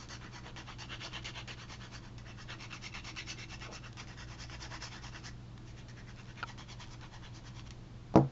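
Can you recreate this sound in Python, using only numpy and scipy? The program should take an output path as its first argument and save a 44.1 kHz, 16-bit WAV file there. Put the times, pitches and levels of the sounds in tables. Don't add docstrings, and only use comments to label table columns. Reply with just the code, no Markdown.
import sys
import numpy as np
from scipy import signal
from scipy.fft import rfft, irfft
from scipy.io import wavfile
from scipy.ndimage import uniform_filter1d, map_coordinates

SR = 44100
rng = np.random.default_rng(int(sys.argv[2]) if len(sys.argv) > 2 else 0)


def store_pcm(level_fs):
    pcm = np.round(np.clip(level_fs, -1, 1) * 32767).astype(np.int16)
    wavfile.write(sys.argv[1], SR, np.atleast_2d(pcm).T)


N = 366471
T = np.arange(N) / SR

# start_s, level_db (before the ticks' common trim), pitch_hz, off_card_s
NOZZLE_TICKS = [(0.088, -36, 5700, .01), (0.562, -32, 1030, 0.05), (0.785, -42, 1340, .03),
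                (1.13, -38, 1062, .003), (1.244, -43, 2200, 0.0096), (1.476, -39.5, 2700, .035),
                (2.181, -37, 1420, 0.087), (2.725, -30, 1267, 0.0056), (2.94, -42, 2660, 0.0067),
                (3.162, -38, 2000, 0.0059), (3.596, -43, 2660, .02), (3.929, -39, 2001, .02),
                (3.971, -36, 2660, .04), (4.072, -40, 1210, .02), (4.497, -33, 883, 0.0034),
                (5.578, -38, 1200, .01), (5.884, -39.5, 1730, .05), (6.358, -44, 1580, .02),
                (6.578, -35.5, 1070, .02), (7.011, -40, 1870, .03), (7.595, -33.5, 1040, 0.0022),
                (7.707, -32.5, 2600, 0.027)]


def undb(db):
    return 10 ** (np.asarray(db) / 20)


def unit(x):
    return x / np.sqrt(np.mean(x ** 2))


def add(out, s, x):
    i = max(int(round(s * SR)), 0)
    out[i:i + len(x)] += x[:max(N - i, 0)]


def colour(x, points):
    hz, db = np.transpose(points)
    f = np.fft.rfftfreq(2 ** 19, 1 / SR)
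    gain = undb(np.interp(np.log(f + 1), np.log(hz), db))
    spectrum = rfft(x, 2 * len(f) - 2)
    return irfft(spectrum * gain)[:len(x)]


def band(x, lo_hz, hi_hz, order=2):
    return signal.sosfilt(signal.butter(order, [lo_hz, hi_hz], "band", fs=SR, output="sos"), x)


def resonance(x, hz, width_hz):
    return signal.lfilter(*signal.iirpeak(hz, hz / width_hz, fs=SR), x)


def walk(rate):
    points = rng.standard_normal(4096)
    coarse = map_coordinates(points, [T[::32] * rate], order=3, mode="wrap")
    return coarse.repeat(32)[:N]


def fade(t60):
    return np.exp(-np.log(1000) * T[:SR // 2] / t60)


def ring(modes, pitch=1):
    out, below_hz = 0, 0
    for hz, db, t60 in modes:
        sign = -1 if hz < 1.06 * below_hz else 1
        tone = np.sin(2 * np.pi * hz * pitch * T[:SR // 2])
        out = out + sign * undb(db) * fade(t60) * tone
        below_hz = hz
    return out


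def burst(lo_hz, hi_hz, t60):
    return unit(band(rng.standard_normal(SR // 2), lo_hz, hi_hz)) * fade(t60)


def air(air_db=-53, flutter_db=0.5):
    # pitch_hz, level_db per Hz (relative)
    air_points = [(8, -18), (15, -2.5), (30, 0.5), (42, -5), (58, -1.5), (80, -12.5), (130, -5), (200, -10),
                  (320, -13.5), (450, -20), (1000, -23), (2000, -30), (4000, -31.5), (7000, -39)]
    noise = unit(colour(rng.standard_normal(N), air_points))
    flutter = undb(flutter_db * walk(8.1)) - 1
    return undb(air_db) * (noise + band(noise, 15, 280) * flutter)


def hum(waver=.12):
    # pitch_hz, level_db rms, unsteadiness_db
    hum_lines = [(58.3, -60, 4.5), (99.6, -61.5, 1.1), (114.9, -68, 2.5), (119.8, -53, 0.9),
                 (186, -70, 3.5), (199.1, -64.5, 0), (325, -74, 5.5)]
    out = np.zeros(N)
    for hz, db, shake_db in hum_lines:
        level = np.sqrt(2) * undb(db + shake_db * walk(4) / 2)
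        wander = waver * shake_db * np.pi * walk(5)
        out += level * np.sin(2 * np.pi * hz * T + wander)
    return out


def room(x, wet_db=-12, t60=0.18):
    echo = rng.standard_normal(SR // 2) * fade(t60) * (T[:SR // 2] > .003)
    return x + undb(wet_db) * signal.fftconvolve(x, echo / np.linalg.norm(echo))[:N]


def forearms(rub, table_hz=326, width_hz=24, coupling_db=-16, follow=0.76):
    loudness = np.sqrt(np.abs(uniform_filter1d(rub ** 2, SR // 4)))
    effort = loudness.max() * (loudness / loudness.max()) ** follow
    table = unit(band(rng.standard_normal(N), table_hz - width_hz / 2, table_hz + width_hz / 2))
    return undb(coupling_db) * effort * table


def fingers():
    # middle_s, length_s, level_db, centre_hz
    grip_shifts = [(3.71, 0.14, -50.5, 496), (4, 0.12, -73, 340)]
    out = np.zeros(N)
    for s, length, db, hz in grip_shifts:
        swell = np.hanning(int(length * SR))
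        drag = unit(band(rng.standard_normal(SR), hz / 1.6, hz * 1.6))
        add(out, s - length / 2, undb(db) * swell * drag[:len(swell)])
    return out


def creak(slips_per_s=85, jitter=0.21):
    # start_s, length_s, level_db
    creak_runs = [(6.16, .11, -53.5), (6.8, .115, -51.5)]
    out = np.zeros(N)
    for start_s, length_s, slip_db in creak_runs:
        for k, (shift, size) in enumerate(rng.standard_normal((16, 2))):
            if k / slips_per_s < length_s:
                slip = undb(slip_db + 2 * size) * burst(1100, 5500, 0.0077)
                add(out, start_s + (k + jitter * shift) / slips_per_s, slip)
    return out


def flicks():
    # start_s, ring_db, snap_db, pitch_share of the modes
    flick_parts = [(6.4286, -34, -27.5, 1.05), (6.4355, -36.5, -36, 1.0), (6.4394, -39.5, -51, .99)]
    # pitch_hz, level_db (relative), t60_s
    flick_modes = [(925, -7, 0.074), (1354, 7, 0.029), (1590, -21, 0.0094), (2360, -13, 0.057)]
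    out = np.zeros(N)
    for s, ring_db, snap_db, pitch in flick_parts:
        snap = band(burst(2200, 4600, .007), 1500, 4800)
        add(out, s, undb(ring_db) * ring(flick_modes, pitch) + undb(snap_db) * snap)
    return out


def bottle(tail_db=-25, knock_tail_db=-8.0, shell_db=-14):
    # start_s, table_db, knock_db, plastic_click_db
    landing_blows = [(8.125, -69, -60, -60), (8.1406, -37, -36.5, -44), (8.157, -13, -22, -27),
                     (8.173, -46, -26, -35.5)]
    # pitch_hz, level_db (relative), t60_s
    table_modes = [(80, -23, .4), (134, -8.5, .42), (141, -13, .44), (190, -6, .17), (246, -8.5, .21),
                   (322, -1, .16), (338, -10, .15), (436, -7.5, .13), (487, -16, .25), (554, -12, .16),
                   (645, -8, .06), (685, -12, .06), (767, -12, .11), (824, -15, .15), (864, -22, .2),
                   (957, -17, .12), (1100, -24, .17), (1198, -19, .08), (1371, -21, .06)]
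    out = np.zeros(N)
    table = -band(ring(table_modes), 85, 1400)
    for s, table_db, knock_db, click_db in landing_blows:
        knock = burst(420, 860, 0.052) + undb(knock_tail_db) * burst(460, 920, 0.22)
        knock = band(knock, 290, 1700)
        shell = undb(shell_db) * burst(4400, 6000, 0.035)
        room_tail = undb(tail_db) * burst(900, 7100, 0.18)
        click = burst(1050, 3100, 0.0071) + shell + room_tail
        add(out, s, undb(table_db) * table + undb(knock_db) * knock + undb(click_db) * click)
    return out


def ticks(tick_db=-8.5, t60_s=.014):
    out = np.zeros(N)
    for s, db, hz, _ in NOZZLE_TICKS:
        add(out, s, undb(db + tick_db) * burst(hz / 1.7, min(hz * 3, SR / 6), t60_s))
    return out


def contact(settle_s=.002):
    sliding = np.ones(N)
    for s, _, _, off_s in NOZZLE_TICKS:
        sliding[(T > s - off_s) & (T < s)] = 0
    return uniform_filter1d(sliding, max(int(settle_s * SR), 1))


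def strokes(rise_share=0.46, fall_share=.51):
    # first_middle_s, last_middle_s, strokes_per_s (approximate), stroke_length_s,
    # first direction's extra body_and_rasp_db, its extra hiss_db
    stroke_runs = [(0.02, 2.068, 8.8, .123, -.5, -3), (2.181, 3.865, 8.9, .111, -1.2, 1),
                   (4, 5.27, 9.5, .12, 0.5, 2), (5.693, 6.396, 9.8, 0.093, -1, 1.2),
                   (6.497, 7.69, 9.2, 0.1, -0.9, .5)]
    speed, lean_db = np.zeros(N), np.zeros((3, N))
    for first, last, rate, length, body_db, hiss_db in stroke_runs:
        count = int(round((last - first) * rate)) + 1
        for k, middle in enumerate(np.linspace(first, last, count)):
            i, j = np.searchsorted(T, [middle - length / 2, middle + length / 2])
            along = (T[i:j] - middle) / length + .5
            ramp = np.clip(np.minimum(along / rise_share, (1 - along) / fall_share), 0, 1)
            speed[i:j] = np.maximum(speed[i:j], np.sin(np.pi / 2 * ramp))
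            lean_db[:, i:j] = (-1) ** k * np.array([[body_db], [body_db], [hiss_db]])
    return speed, lean_db


def strip(force, edge_echo=0.36):
    # pitch_hz, level_db per Hz (relative)
    card_points = [(200, -22.5), (330, -3), (450, -4), (700, 0), (1100, 0), (1900, 2), (2540, -5.5),
                   (2750, -3), (3750, -9), (4600, -1.5), (4950, -9), (5300, -2.5), (6200, -4), (8000, -16)]
    # from_s, until_s, pitch_hz, width_hz, gain_db (before colour)
    card_peaks = [(0, 2.4, 960, 120.7, -12.5), (0, 2.5, 1320, 72.3, -13), (0, 2.3, 2064, 130, 4),
                  (.55, 1.55, 2800, 113, -1), (.55, 1.55, 3110, 441, -1.5), (0, 2.6, 3450, 247, -5.5),
                  (0, 2.15, 4500, 243, 0.5), (2.15, 3.92, 1255, 169.6, -5.5), (2.15, 3.92, 1970, 78, 6),
                  (2.15, 3.92, 2168, 99, 1), (2.15, 3.92, 2660, 80, 6), (2.15, 3.92, 3790, 90, 1),
                  (2.15, 3.5, 4400, 249, -5.5), (2.15, 3.92, 5300, 346, -2), (3.92, 8, 982, 131, -4),
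                  (3.92, 8, 2064, 133, 9), (3.92, 6.45, 2680, 112, -1.5), (3.92, 6.45, 3270, 130, 1.5),
                  (3.92, 6.45, 3530, 152, 1.5), (3.92, 5.45, 5020, 168, 5.5), (5.45, 6.45, 1930, 100, -2),
                  (5.45, 6.45, 2420, 190, 2), (6.45, 8, 905, 160, 3.5), (6.45, 8.8, 1940, 69, -1),
                  (6.45, 8, 3310, 260, 7.5), (6.45, 8, 3950, 200, 0), (6.45, 8, 4960, 150, 0.5)]
    lag = SR * np.abs(0.00078 + 0.00026 * walk(14))
    force = force + edge_echo * np.interp(np.arange(N) - lag, np.arange(N), force)
    out = force.copy()
    for start, end, hz, width, db in card_peaks:
        hold = slice(max(int(start * SR), 0), int(end * SR))
        out[hold] += undb(db) * resonance(force[hold], hz, width)
    return colour(out, card_points)


def rubbing(slips_per_s=6000, scatter_db=2.5, smooth=0.33, catch_db=.9, rock_db=1.67,
            body_power=1.77, rasp_power=1.54, hiss_power=1.76, rub_db=0.37):
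    # time_s, level_db (before rub_db)
    pressure_points = [(0.02, -55), (0.13, -53.0), (0.24, -55.5), (0.47, -55.0), (1.05, -49.0),
                       (1.39, -49.0), (1.96, -56.5), (2.07, -61.5), (2.4, -57.5), (2.51, -52.0),
                       (3.3, -48.0), (3.42, -52.5), (3.75, -51.0), (3.87, -59.0), (4.0, -53.5),
                       (4.2, -56.5), (4.84, -49), (5.27, -55.5), (5.69, -63.5), (5.9, -59), (6.29, -62),
                       (6.4, -55.5), (6.82, -55.0), (6.92, -59.5), (7.37, -58.5), (7.7, -59.5)]
    # time_s, card_body_db, rasp_db, fibre_hiss_db
    tone_points = [(0.02, -0.5, -1.5, 3), (0.24, 4.0, -1.5, -4), (1.05, 1.5, 2.0, -5.5),
                   (1.28, 0.0, 3.5, -6.5), (1.84, 0, 0, -1.5), (2.28, 4.0, -1, -4), (2.63, 1, 1.5, -5),
                   (3.3, -2, 4.0, -1.5), (3.87, 3.0, -0.0, -4.5), (4.31, 2.0, -1.0, -1.5),
                   (5.27, 1.5, -0.5, -2), (5.79, -0.5, 2, -2.5), (5.99, 3, -2.5, -6.0),
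                   (6.4, 2.5, 2.5, -6.5), (6.71, 0.5, -0.5, -2.0), (7.03, 3, -0.5, -5), (7.7, 0.5, 0, -1)]
    speed, lean_db = strokes()
    slipping = rng.random(N) < slips_per_s * (.3 + speed) / SR
    sizes = undb(scatter_db * np.minimum(rng.exponential(size=N), 5)) * rng.choice([-1, 1], N)
    force = unit(slipping * sizes) + smooth * rng.standard_normal(N)
    card = strip(force * undb(catch_db * walk(170)))
    body = band(card, 250, 2086, order=6)
    rasp = band(card, 2055, 4162, order=6)
    hiss = band(card, 3930, 7740, order=6)
    pressure_db = np.interp(T, *np.transpose(pressure_points))
    times, *tone_db = np.transpose(tone_points)
    powers = body_power, rasp_power, hiss_power
    out = 0
    for k, (part, power) in enumerate(zip((body, rasp, hiss), powers)):
        even = part / np.sqrt(uniform_filter1d(part ** 2, SR // 4))
        db = pressure_db + np.interp(T, times, tone_db[k]) + lean_db[k] + rock_db * walk(40)
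        out = out + even * speed ** power * undb(db)
    return undb(rub_db) * out * contact()


def scene():
    rub = rubbing()
    close_work = rub + ticks() + creak() + fingers()
    handwork = room(close_work, wet_db=-10) + forearms(rub) + flicks()
    return (handwork + bottle() + hum() + air())[None]


def record(dry, top_hz=7500):
    low_pass = signal.firwin(91, top_hz, window=("kaiser", 6), fs=SR)
    return signal.fftconvolve(dry, low_pass[None], "same", axes=1)


dry = scene()
out = record(dry)
store_pcm(out)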